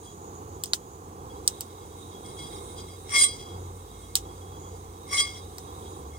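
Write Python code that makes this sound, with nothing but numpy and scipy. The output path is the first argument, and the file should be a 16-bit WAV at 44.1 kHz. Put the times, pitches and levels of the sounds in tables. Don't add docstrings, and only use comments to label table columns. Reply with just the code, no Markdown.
import sys
import numpy as np
from scipy import signal
from scipy.fft import rfft, irfft
from scipy.io import wavfile
from scipy.ndimage import uniform_filter1d

SR = 44100
rng = np.random.default_rng(int(sys.argv[2]) if len(sys.argv) > 2 else 0)


def to_wav(s):
    ch = np.atleast_2d(s).T
    pcm = np.round(np.clip(ch, -1, 1) * 32767)
    wavfile.write(sys.argv[1], SR, pcm.astype(np.int16))


N = 272538

PAN_LAG, FLAME_LAG = 11, 12


def undb(db):
    return 10 ** (np.asarray(db) / 20)


def curves(table):
    s, *columns = np.transpose(table)
    return [np.interp(np.arange(N) / SR, s, column) for column in columns]


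def colour(x, points, size=8192):
    hz, db = np.transpose(points)
    grid_hz = np.arange(1, size // 2 + 2) * SR / size
    response_db = np.interp(np.log(grid_hz), np.log(hz), db)
    cepstrum = irfft(np.log(undb(response_db)))
    cepstrum[1:size // 2] *= 2
    cepstrum[size // 2 + 1:] = 0
    impulse = irfft(np.exp(rfft(cepstrum)))
    return signal.oaconvolve(np.atleast_2d(x), impulse[None], axes=-1)[:, :np.shape(x)[-1]]


def band(x, hz, width):
    return signal.lfilter(*signal.iirpeak(hz, hz / width, fs=SR), x)


def unit(x):
    return x / np.sqrt(np.mean(x ** 2))


def walk(rate):
    hold = int(SR / rate)
    steps = np.repeat(rng.standard_normal(N // hold + 1), hold)
    return unit(uniform_filter1d(uniform_filter1d(steps, hold), hold)[:N])


def ports(like, lag, apart_hz=350):
    right, other = rng.standard_normal((2, N)) * np.sqrt(SR / 2)
    high_pass = signal.butter(2, apart_hz, "high", fs=SR)
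    difference = signal.lfilter(*high_pass, np.roll(other - right, lag))
    return np.array([np.roll(right, lag) + (1 - like) * difference, right])


def cracks(scatter_db=-24, scatter_t60=0.03, ground_s=.0026, ground=0.21, like=0.24, rise_s=0.0028, gain_db=4):
    # t/s (the snap sounds at t + 0.001286 s), peak of the snap before gain_db/dB,
    # thud/dB, shell/dB, split/dB, air/dB, pitch of the shell band f/Hz, pan wall echo after/s,
    # steam/dB, steam's 60 dB decay/s, left minus right/dB
    bean_cracks = [(0.049, -47, -22, -8, -1, -10, 4500, .0004, -2, .06, -2),
                   (0.6359, -13.5, -14, -2.5, -0.5, 3, 4270, .0004, -13, 0.057, 0.5),
                   (.657, -29, -30, -5, -3, -7, 5000, .0004, -12.5, 0.14, -3),
                   (0.733, -8, -4.5, 1, -11, -14, 4040, .00047, -13, 0.084, 1.5),
                   (1.4759, -2.5, -44, 9, 7.5, 5.5, 5840, .00088, -23, 0.095, -1.5),
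                   (1.6067, -18, -26, -6, 0, 5, 4560, .0004, -14.5, 0.093, -2.5),
                   (2.2613, -39.5, -32, -1, -4, -8, 5000, .0004, -8, 0.052, 0),
                   (3.0929, -29, 0.5, -2, -3, -20, 5020, .0004, -11, 0.081, 2),
                   (4.1531, -4, -22.5, -1.5, -1.5, 1.5, 4850, .00025, -14, 0.1, 0.5),
                   (5.5818, -26.5, -9.5, -6.5, -9, -2.5, 4503, .0004, -15, 0.091, 1)]
    # f/Hz (the shell's is set by each bean), width/Hz
    snap_bands = [(1400, 3100), (4200, 3000), (8300, 2040), (13500, 5100)]
    # f/Hz, level/dB
    steam_colour = [(600, -20), (2500, -15.5), (3200, -4), (4500, -8.5), (6000, 0.5), (8500, -2.5),
                    (12000, -7), (16000, -10)]
    wall = .7
    out = np.zeros((2, N))
    t = np.arange(SR // 6) / SR
    for s, db, *bands_db, shell_hz, wall_s, steam_db, steam_t60, pan_db in bean_cracks:
        click = (t == 0) * 1.
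        click = click + wall * np.roll(click, int(wall_s * SR)) + ground * np.roll(click, int(ground_s * SR))
        click = click + rng.standard_normal((2, len(t))) * undb(scatter_db - 60 * t / scatter_t60)

        bands = np.array(snap_bands)
        bands[1, 0] = shell_hz
        snap = 0
        for (hz, width), band_db in zip(bands, bands_db):
            part = band(band(click, hz, width), hz, width)
            snap = snap + undb(band_db) * part / np.abs(part).max()
        snap = snap / np.abs(snap).max()

        puff = undb(steam_db - 60 * t / steam_t60) * (1 - np.exp(-t / rise_s))
        right, other = rng.standard_normal((2, len(t))) * puff
        steam = colour(np.array([like * right + (1 - like) * other, right]), steam_colour, size=512)

        balance_db = np.array([[pan_db], [-pan_db]]) / 2
        sound = (snap + steam) * undb(db + gain_db + balance_db)
        snap_s = s + 0.001286
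        i = int(snap_s * SR)
        out[0, i + PAN_LAG:i + PAN_LAG + len(t)] += sound[0]
        out[1, i:i + len(t)] += sound[1]
    return out


def swell(start, length, db, rise, fall):
    t = np.arange(N) / SR - start
    return db - rise * np.maximum(-t, 0) - fall * np.maximum(t - length, 0)


def motion():
    # t/s, ring level/dB
    rolling = [(0.0, -82.5), (1.25, -80), (1.5, -69), (2.2, -76), (2.9, -66), (3.7, -74), (4.5, -70),
               (5.0, -73), (5.7, -71.5), (6.18, -74.5)]
    # start t/s, length/s, ring level/dB, extra on the low modes/dB,
    # extra on the high modes/dB
    heap_slides = [(0.037, 0.057, -63.5, -11, 2.5), (1.30, .06, -65, -6, -6), (2.119, .03, -61.5, -7, -15),
                   (2.25, 0.045, -58, -1.5, 5), (2.385, 0.078, -52, -5.5, -1.5),
                   (2.515, 0.064, -58.5, 5.5, 6.5), (2.776, .035, -51.5, -8.5, 0.5),
                   (2.876, 0.02, -61.5, 4, 0), (3.895, .12, -70.5, 1, -5), (4.266, .08, -67.5, -5, -8),
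                   (4.508, .07, -62, -16, -26), (4.738, 0.056, -67, -4, 2), (5.819, 0.058, -62.5, -14, -8),
                   (6.138, .03, -67, 10, 0)]
    # bulk starts to land t/s, keeps pouring for/s, ring level at the end/dB,
    # build-up over the pour/dB, extra on the low modes/dB, extra on the high modes at start/dB
    # and at end/dB, extra clatter/dB, stragglers relative to the bulk/dB, stragglers stop after/s
    heap_tosses = [(3.14, .097, -29, 4, -1.5, 4.1, 10.1, 0, -13.5, .3),
                   (5.13, 0.072, -29.5, 7.8, 2.1, 6.3, 1.1, 0, -12.5, 0.17)]
    slide_rise, slide_fall = 700, 392
    toss_rise, toss_fall, straggle_fall = 516, 460, 69.5
    airborne_s = .15
    bare_low_db, bare_clatter_db = 10.5, 8.5
    last_low_db, last_high_db, last_clatter_db = -1.5, -5, 5.5

    t, flat = np.arange(N) / SR, np.zeros(N)
    roll_db = curves(rolling)[0]
    moves = []
    for s, length, db, low_db, high_db in heap_slides:
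        slide_db = swell(s, length, db, slide_rise, slide_fall)
        moves.append((slide_db, flat + low_db, flat + high_db, flat))
    for s, length, db, build_db, deep_db, first_db, bright_db, clatter_db, rest_db, rest_s in heap_tosses:
        roll_db = np.where((t > s - airborne_s) & (t < s), -90, roll_db)
        end = s + length
        stragglers = swell(end, 0, db + rest_db, toss_rise, straggle_fall)
        stragglers = stragglers - toss_fall * np.maximum(t - end - rest_s, 0)
        bulk = swell(s, length, db, toss_rise, toss_fall) - np.interp(t, (s, end), (build_db, 0))
        low = deep_db + np.interp(t, (s, s + length / 2), (bare_low_db, last_low_db))
        high = np.interp(t, (s, end, end + length / 2), (first_db, bright_db, last_high_db))
        ticks = np.interp(t, (s - length / 2, s, end, end + length / 2),
                          (bare_clatter_db, 0, 0, last_clatter_db))
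        moves.append((np.maximum(bulk, stragglers), low, high, ticks + clatter_db))
    moves.append((roll_db, flat, flat, flat))
    moves = np.array(moves)
    loudest = moves[:, 0].argmax(axis=0)
    return moves[loudest, :, np.arange(N)].T


def taps(ring_db, idle_rate=1100, toss_rate=3000, spread_db=3.0, clump_db=1.5):
    rate = idle_rate + toss_rate * undb(ring_db - ring_db.max()) ** .5
    scatter_db = spread_db * np.minimum(rng.exponential(size=N), 3.5)
    size = undb(scatter_db + clump_db * walk(90))
    hits = rng.random(N) < rate / SR
    return unit(hits * size * np.sqrt(toss_rate / rate))


def pan(blows, low_db, high_db, apart=0.56, surge_db=2.0, follow=0.68):
    # level/dB, 60 dB decay/s, signed factor for the left port
    pan_modes = [(-8, 0.15, 0.83), (-10.5, 0.13, -0.25), (-5, 0.16, -1.18), (0.5, 0.15, 1.31),
                 (-38, .15, -8), (-15.5, 0.15, 2.5), (-3.5, 0.17, -1), (-15, .15, 1.9),
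                 (-7.5, 0.071, -0.54), (-25, .08, 3), (-24, .08, -0.3), (-17.5, .08, -2.5),
                 (-8.5, 0.062, -0.34), (-7.5, 0.11, 0.16), (-8.5, 0.15, -0.6), (-4, 0.095, -0.1),
                 (-2.5, .12, -0.2), (-10, 0.057, 1.8), (-31, .12, -6), (-18, .06, 1.7), (-27, .06, -0.5),
                 (-13, 0.074, 1), (-23, .03, -1.1)]
    pan_mode_hz = [1143, 2090, 2157, 3316, 3564, 4000, 4877, 5475, 5590, 5800, 6480, 6760, 7340, 8055, 8408,
                   8745, 8790, 8838, 9340, 5680, 6620, 9560, 13370]
    out = np.zeros((2, N))
    for hz, (db, t60, left) in zip(pan_mode_hz, pan_modes):
        pole = np.exp(2j * np.pi * hz / SR - np.log(1000) / (t60 * SR))
        tilt = np.interp(hz, (2200, 3300, 8800), (-1, 0, 1))
        extra_db = (low_db if tilt < 0 else high_db) * abs(tilt)
        if 5300 < hz < 6000:
            extra_db = extra_db + follow * low_db
        gain = undb(db + extra_db + surge_db * walk(60))
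        kicks = blows * gain * rng.standard_normal((2, N))
        ring = signal.lfilter([np.sqrt(1 - abs(pole) ** 2)], [1, -pole], kicks).imag
        out += [left * np.roll(ring[0] + apart * ring[1], PAN_LAG + 1), ring[0]]
    return out


def clatter(blows, db=-76, t60=0.016, like=0.42):
    # f/Hz, level/dB
    tick_colour = [(800, -39), (1300, -3), (2400, 0), (4000, -5), (5600, 12), (9000, 0.5), (13300, -10.5),
                   (16000, -5)]
    burst = signal.lfilter([1], [1, -np.exp(-np.log(1000) / (t60 * SR))], blows)
    return undb(db) * colour(burst * ports(like, PAN_LAG), tick_colour)


def flame(like=0.77, level_db=0.5, flutter_db=1.41):
    # f/Hz, level per Hz/dB
    roar_colour = [(28, -106), (38, -87), (50, -78), (70, -70.5), (110, -70.5), (160, -75.5), (250, -77.5),
                   (350, -73), (470, -72), (620, -86.5), (800, -77.5), (1100, -75.5), (1300, -85),
                   (1500, -91.5), (2000, -104)]
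    # f/Hz, level/dB
    roar_left = [(90, -2.5), (250, -4), (500, -0.5), (650, -4), (800, 2.5), (1200, -7)]
    roar = colour(ports(like, FLAME_LAG), roar_colour)
    left, right = roar * undb(level_db + flutter_db * walk(6.9))
    return np.array([colour(left, roar_left)[0], right])


def gas(like=0.12, flicker_db=2.5):
    # t/s, share (0 to 1)
    jet_openness = [(0.0, 0.34), (.4, 0.2), (1.2, 0.08), (1.45, 0.45), (1.52, 0.83), (1.7, 0.55),
                    (2.3, 0.62), (2.5, 1), (2.9, 0.7), (3.2, .8), (3.45, 0.46), (4.05, .6), (4.7, 0.34),
                    (5.0, 0.61), (5.2, 0.78), (5.55, .7), (5.85, 0.75), (6.18, 0.3)]
    # t/s, level/dB
    sizzle_level = [(0.0, -61), (.6, -58), (1.12, -64.5), (1.25, -69), (1.5, -72), (2.1, -66), (2.9, -82),
                    (3.5, -78), (3.64, -53), (3.75, -73), (4.4, -70), (4.65, -56), (4.85, -68), (5.0, -86),
                    (5.7, -76), (5.9, -63), (6.18, -64)]
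    # f/Hz, width/Hz
    jet_bands = [(3780, 260), (6750, 500), (8800, 3100)]
    # f/Hz, level per Hz/dB
    hiss_colour = [(1500, -104), (2800, -102), (4400, -100), (5200, -101), (6200, -92.5), (9000, -96),
                   (13000, -92.5), (15700, -98.5)]
    # f/Hz, level/dB
    gas_left = [(1500, 7), (4000, -5), (8000, -3.5), (15000, -10)]
    freely = curves(jet_openness)[0]
    hiss_db = -2.5 + (2 + 2.5) * freely
    whistle_db = -78.5 + (-50.5 + 78.5) * freely
    high_db = -77.5 + (-50 + 77.5) * freely
    bands_db = whistle_db, curves(sizzle_level)[0], high_db

    out = undb(hiss_db) * colour(ports(like, FLAME_LAG), hiss_colour)
    for (hz, width), db in zip(jet_bands, bands_db):
        level = undb(db + flicker_db * walk(26))
        noise = ports(like, FLAME_LAG)
        out += level * unit(band(band(noise, hz, width), hz, width))
    return np.array([colour(out[0], gas_left)[0], out[1]])


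def drone(hz, db, second_db, waver_db):
    phase = 2 * np.pi * np.cumsum(hz) / SR
    tone = np.sin(phase) + undb(second_db) * np.sin(2 * phase)
    return np.sqrt(2) * undb(db + waver_db * walk(8)) * tone


def hum():
    # t/s, f/Hz, level/dB
    hum_path = [(0.0, 88.6, -55), (1.3, 89.94, -55.5), (2.2, 89.36, -54), (3.92, 90.3, -46.5),
                (5.28, 89.96, -52.5), (6.18, 91.4, -49)]
    return drone(*curves(hum_path), second_db=-17.0, waver_db=3.0)


def engine():
    # engaged t/s, starting f/Hz, climb/(Hz per s), released t/s
    gear_runs = [(2.3, 45, 25, 2.89), (3.41, 48.3, 10.5, 4.6), (5.15, 60, 13.5, 6.18)]
    # t/s, level/dB
    engine_level = [(2.1, -83), (2.4, -59), (3.07, -56.5), (3.6, -59), (4.2, -51), (5.0, -60), (5.7, -57),
                    (6.18, -45)]
    turns = []
    for s, hz, climb, end in gear_runs:
        turns += [(s, hz), (end, hz + climb * (end - s))]
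    return drone(*curves(turns), *curves(engine_level), second_db=-21, waver_db=2.0)


def scene():
    ring_db, low_db, high_db, clatter_db = motion()
    blows = undb(ring_db) * taps(ring_db)
    beans = pan(1.476 * blows, low_db, high_db) + clatter(blows * undb(clatter_db)) + cracks()
    return beans + flame() + gas() + hum() + engine()


def record(dry, ceiling=.95, top_hz=16900):
    # f/Hz, level/dB
    port_response = [(8000, 1.5), (9500, 3.5), (10600, -8), (11800, -5.5), (13000, -2), (15000, -3.5),
                     (15750, 0), (15900, -8)]
    heard = colour(dry, port_response)
    heard = heard / (1 + (heard / ceiling) ** 4) ** .25
    return signal.sosfilt(signal.ellip(8, .2, 70, top_hz, fs=SR, output="sos"), heard)


dry = scene()
out = record(dry)
to_wav(out)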